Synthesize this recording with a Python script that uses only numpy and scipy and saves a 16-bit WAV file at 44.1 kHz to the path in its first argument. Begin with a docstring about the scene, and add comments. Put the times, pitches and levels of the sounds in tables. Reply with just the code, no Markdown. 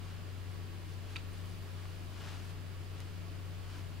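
"""Brushing on powder in a quiet bedroom

A machine hums under the hiss of the room. Someone's sleeve swishes as her arm moves, and soft
bristles sweep over her face: both are rubbing noise that swells and fades. Something small clicks
twice in quick succession and rings briefly. A few faint ticks and high glints follow."""
import sys
import numpy as np
from scipy import signal
from scipy.fft import rfft, irfft
from scipy.io import wavfile

SR = 44100
rng = np.random.default_rng(int(sys.argv[2]) if len(sys.argv) > 2 else 0)


def int16_out(signal):
    """Quantize to a 16-bit WAV file."""
    q = np.round(np.clip(np.atleast_2d(signal).T, -1, 1) * 32767)
    wavfile.write(sys.argv[1], SR, q.astype(np.int16))


N = 176400

# Machine and mains hum:
# (pitch [Hz], level [dB], left minus right [dB], left lead [rad], unsteady share [0-1])
HUM_TONES = [(44.4, -59.5, 6, 0.9, 0.16), (85.5, -68, 1, 0.2, 0.3), (93.3, -45, 5.5, -1, 0.06),
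             (119.6, -62.5, 7.5, 1.8, .15), (151.7, -62, -6.5, -0.73, 1), (169.4, -59.5, 11.5, -2.5, 0.49),
             (237.3, -68, 3, 2, 0.3), (250.2, -71.5, 7, -0.41, 1), (286.2, -72.5, 5, -0.3, 0.8),
             (332.8, -70.5, -3, 0.24, 0.82), (418.6, -70, 0, 0.4, 0.44), (1122, -74.5, -12.5, 0.91, 0.8)]
# Colour of the room noise, or how strong its lows and highs are: (frequency [Hz], level [dB])
AIR_COLOUR = [(10, 1), (30, -1.5), (42, -5.5), (65, -3.5), (100, -6), (150, -5.5), (200, -9.5), (320, -9),
              (430, -10), (520, -12.7), (620, -13.5), (800, -16.5), (1450, -17.5), (1950, -19), (2900, -19),
              (3700, -23.5), (4900, -23.5), (5400, -29), (7000, -29.5), (10000, -32.5), (15500, -34)]
# How alike the room noise is on the two sides: (frequency [Hz], likeness [-1 to 1])
AIR_LIKENESS = [(40, 0.5), (130, .95), (200, 0.5), (380, 0.45), (700, 0.1), (1300, 0.42), (2400, .4),
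                (4400, 0.34), (8000, -0.08), (15000, -.08)]
# Which way the room noise leans: (frequency [Hz], left minus right [dB])
AIR_PAN = [(28, -4), (65, 12), (150, 6.5), (250, 5.5), (350, 1.5), (650, 1), (1400, -2), (2200, 0.2),
           (3400, -1), (4000, -2), (4800, -3.5), (5800, -0.5), (15000, 0.2)]
# Sleeve swishes: (peak time [s], rise [s], fall [s], level [dB])
SLEEVE_SWISHES = [(.085, 0.065, 0.064, -60.5), (1.13, 0.05, 0.079, -58.5), (1.38, 0.035, 0.05, -61.5),
                  (1.8, 0.12, .12, -64.5), (2.288, 0.11, 0.087, -52.5), (2.45, .06, .08, -63),
                  (2.502, .012, .018, -61), (3.01, 0.07, 0.03, -60.5), (3.76, 0.067, 0.042, -56.5)]
# Colour of rubbed cloth: (frequency [Hz], level [dB])
CLOTH_COLOUR = [(150, -16), (480, -6), (700, -3.5), (870, 1), (1200, 2), (1550, .5), (2000, -4), (3000, -3),
                (4800, -8.3), (6000, -11), (9000, -18), (15000, -39)]
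# Brush strokes: (peak time [s], rise [s], fall [s], level [dB])
BRUSH_STROKES = [(.1, .04, 0.044, -78), (.53, .04, 0.044, -68), (.92, 0.056, 0.04, -64.5),
                 (1.115, .025, .02, -65), (1.34, .03, .06, -66), (1.48, 0.04, 0.15, -64.5),
                 (1.97, 0.22, 0.13, -66.5), (2.28, .06, 0.07, -67), (2.45, 0.078, .05, -63.5),
                 (2.502, .012, .016, -63), (3.17, .012, 0.013, -68), (3.78, .06, 0.072, -65.5)]
# Colour of sliding bristles: (frequency [Hz], level [dB])
BRISTLE_COLOUR = [(500, -19), (2000, 0), (4500, 6), (7000, -3), (10000, -2), (12000, -5), (15000, -11)]
# Contacts of the small object. A fade is the time a sound takes to drop by 60 dB.
# (time [s], level [dB], main pitch [Hz], rise [s], fade [s], left minus right [dB])
CLICK_CONTACTS = [(1.1586, -37, 2574, .0004, 0.018, 8), (1.1599, -33.5, 2680, 0.00075, 0.01, -7),
                  (1.1614, -49.5, 8740, .0004, 0.0045, 2), (1.164, -38.5, 2540, .0004, .01, -2),
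                  (1.1629, -51, 8860, .0004, 0.0054, 4), (1.165, -33.5, 3800, 0.00071, .012, -4),
                  (1.1660, -38, 4600, .0004, 0.017, -2), (1.1684, -42, 3460, .0005, 0.0088, 4),
                  (1.8548, -48.5, 2260, .0006, 0.0091, -.5), (1.855, -47, 1140, .0006, 0.02, 2)]
# Colour of the snap in each click: (frequency [Hz], level [dB])
SNAP_COLOUR = [(200, 0), (1200, -0.5), (1800, 4), (3000, 4), (5000, -13), (7000, -12), (9000, -25),
               (11500, -22), (15000, -31)]
# The clicked object's own ringing tones: (pitch [Hz], level [dB], fade [s])
OBJECT_TONES = [(320, -24, .05), (1100, -26, .07), (1330, -22, .05), (1795, -29, .03), (2625, -22.5, .065),
                (3135, -22, .02), (3790, -22.5, .035), (4522, -23, .045), (5400, -30, .025),
                (6570, -27, .025)]
# Faint high glints: (time [s], level [dB], pitch [Hz])
GLINTS = [(1.275, -64, 14000), (1.326, -66.5, 15000), (1.328, -61, 9300), (1.36, -70, 14400),
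          (1.445, -67.5, 14100), (1.49, -67, 10100), (1.54, -68, 14000), (1.58, -67, 14000),
          (1.622, -61, 14250), (2.095, -67, 13900), (2.208, -63, 14350)]
# Colour of the dry tick: (frequency [Hz], level [dB])
TICK_COLOUR = [(300, -6), (1500, 0), (2600, 4), (4000, 0), (6000, -1), (7500, -6), (9000, -1.5),
               (10500, -9), (12500, -7), (15500, -12)]


def gain(db):
    """Turns decibels into a number to multiply by."""
    return 10 ** (np.asarray(db) / 20)


def normalise(x):
    """Scales a signal to an average strength (rms) of one."""
    return x / np.sqrt(np.mean(abs(x) ** 2) + 1e-20)


def look_up(table, hz):
    """Reads between a table's rows, giving each octave equal space."""
    row_hz, values = np.transpose(table)
    return np.interp(np.log(hz + 1), np.log(row_hz + 1), values)


def pan(db):
    """Left and right gains that make the left side db louder."""
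    return gain(np.array([[db], [-db]]) / 2)


def add_at(mix, start_s, sound):
    """Adds a sound to the mix at a given time."""
    part = mix[:, round(start_s * SR):][:, :sound.shape[-1]]
    part += sound[..., :part.shape[1]]


def noise(colour, likeness, size):
    """Coloured stereo noise; a likeness of 1 makes both sides the same."""
    left, other = rfft(rng.standard_normal((2, size)))
    right = likeness * left + np.sqrt(1 - likeness ** 2) * other
    shape = gain(look_up(colour, np.fft.rfftfreq(size, 1 / SR)))
    return normalise(irfft(np.array([left, right]) * shape, size))


def waver(width_hz, size):
    """A random drift in strength and phase; more width makes it faster."""
    hz = np.fft.fftfreq(size, 1 / SR)
    real, imag = rng.standard_normal((2, size))
    return normalise(np.fft.ifft((real + 1j * imag) * np.exp(-.5 * (hz / width_hz) ** 2)))


def rise_and_fade(t, rise_s, fade_s):
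    """Loudness that climbs quickly, then drops 60 dB every fade_s."""
    return np.minimum(t / rise_s, 1) * np.exp(-np.log(1000) * np.maximum(t - rise_s, 0) / fade_s)


def machine_hum():
    """A machine hums with steady tones; the higher ones waver faster."""
    t, out = np.arange(N) / SR, np.zeros((2, N))
    for hz, db, pan_db, lead, unsteady in HUM_TONES:
        drift = np.sqrt(1 - unsteady ** 2) + unsteady * waver(1 + 0.014 * hz, N)
        left = drift * np.exp(2j * np.pi * (hz * t + rng.random()))
        right = left * np.exp(-1j * lead)
        out += gain(db) * pan(pan_db) * normalise(np.array([left, right]).real)
    return out


def room_air(level_db=-51.5):
    """The even rumble and hiss of the room."""
    hz = np.fft.rfftfreq(N, 1 / SR)
    hiss = noise(AIR_COLOUR, look_up(AIR_LIKENESS, hz), N)
    lean_db = look_up(AIR_PAN, hz) / 2
    return gain(level_db) * irfft(rfft(hiss) * gain([lean_db, -lean_db]), N)


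def rubbing(strokes, colour, likeness, grain_db=1.5, grain_s=0.0026):
    """Friction makes a finely grained noise that swells and fades with each stroke."""
    t = np.arange(N) / SR
    power = sum(gain(db) ** 2 * np.exp(-((t - peak_s) / np.where(t < peak_s, rise_s, fall_s)) ** 2)
                for peak_s, rise_s, fall_s, db in strokes)
    flicker_db = grain_db * normalise(waver(.5 / grain_s, N).real)
    return np.sqrt(power) * normalise(gain(flicker_db)) * noise(colour, likeness, N)


def sleeve():
    """Shirt cloth slides as the arm moves, a little to the left."""
    return pan(db=3) * rubbing(SLEEVE_SWISHES, CLOTH_COLOUR, likeness=0.81)


def brush():
    """Soft bristles sweep over cheek and hair."""
    return rubbing(BRUSH_STROKES, BRISTLE_COLOUR, likeness=0.52)


def clicks(snap_db=-11, snap_fade_s=0.016, size=8192):
    """Each contact makes a short ping and a noisy snap, and sets the object ringing."""
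    t, out = np.arange(size) / SR, np.zeros((2, N))
    for start_s, db, hz, rise_s, fade_s, pan_db in CLICK_CONTACTS:
        ping = rise_and_fade(t, rise_s, fade_s) * np.sin(2 * np.pi * hz * t)
        hiss = noise(SNAP_COLOUR, likeness=0.7, size=size)
        snap = gain(snap_db) * rise_and_fade(t, rise_s, snap_fade_s) * hiss
        ringing = np.zeros(size)
        for tone_hz, tone_db, tone_fade_s in OBJECT_TONES:
            tone = np.sin(2 * np.pi * (tone_hz * t + rng.random()))
            ringing += gain(tone_db) * rise_and_fade(t, rise_s, tone_fade_s) * tone
        add_at(out, start_s, gain(db) * pan(pan_db) * (ping + snap + ringing))
    return out


def room_echo(sound, level_db=-11.5, size=16384):
    """A furnished room answers with a short, blurred echo."""
    tail = rng.standard_normal((2, size)) * rise_and_fade(np.arange(size) / SR, 0.0075, fade_s=.2)
    tail /= np.linalg.norm(tail[0])
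    return gain(level_db) * signal.fftconvolve(sound, tail, axes=1)[:, :N]


def glints(width_hz=300, size=8192):
    """Tiny, very high rings that flutter differently on each side."""
    t, out = np.arange(size) / SR, np.zeros((2, N))
    for start_s, db, hz in GLINTS:
        flutter = np.array([waver(width_hz, size) for side in range(2)])
        tone = (flutter * np.exp(2j * np.pi * hz * t)).real
        add_at(out, start_s, gain(db) * rise_and_fade(t, rise_s=.003, fade_s=.12) * tone)
    return out


def dry_tick(start_s=3.0034, level_db=-44.5, size=8192):
    """One very short, bright burst of noise."""
    t, out = np.arange(size) / SR, np.zeros((2, N))
    loudness = gain(level_db) * rise_and_fade(t, rise_s=0.00036, fade_s=.01)
    add_at(out, start_s, loudness * noise(TICK_COLOUR, likeness=0.65, size=size))
    return out


def standing_waves(sound, depth_db=1.44, spacing_hz=14):
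    """Waves trapped in the room make some pitches a little louder and others softer."""
    hz = np.fft.rfftfreq(N, 1 / SR)
    ripple_db = depth_db * np.interp(hz / spacing_hz, np.arange(len(hz)), rng.standard_normal(len(hz)))
    return irfft(rfft(sound) * normalise(gain(ripple_db)), N)


def scene():
    """The room's hum and hiss, with small sounds of movement on top."""
    taps = clicks() + dry_tick()
    hum = machine_hum()
    rustle_and_hiss = standing_waves(room_air() + sleeve() + brush())
    return hum + rustle_and_hiss + taps + room_echo(taps) + glints()


def record(dry, cutoff_hz=15800):
    """Cuts away the very highest treble."""
    low_pass = signal.firwin(511, cutoff_hz, window=("kaiser", 9), fs=SR)
    return signal.oaconvolve(dry, low_pass[None], "same")


dry = scene()
out = record(dry)
int16_out(out)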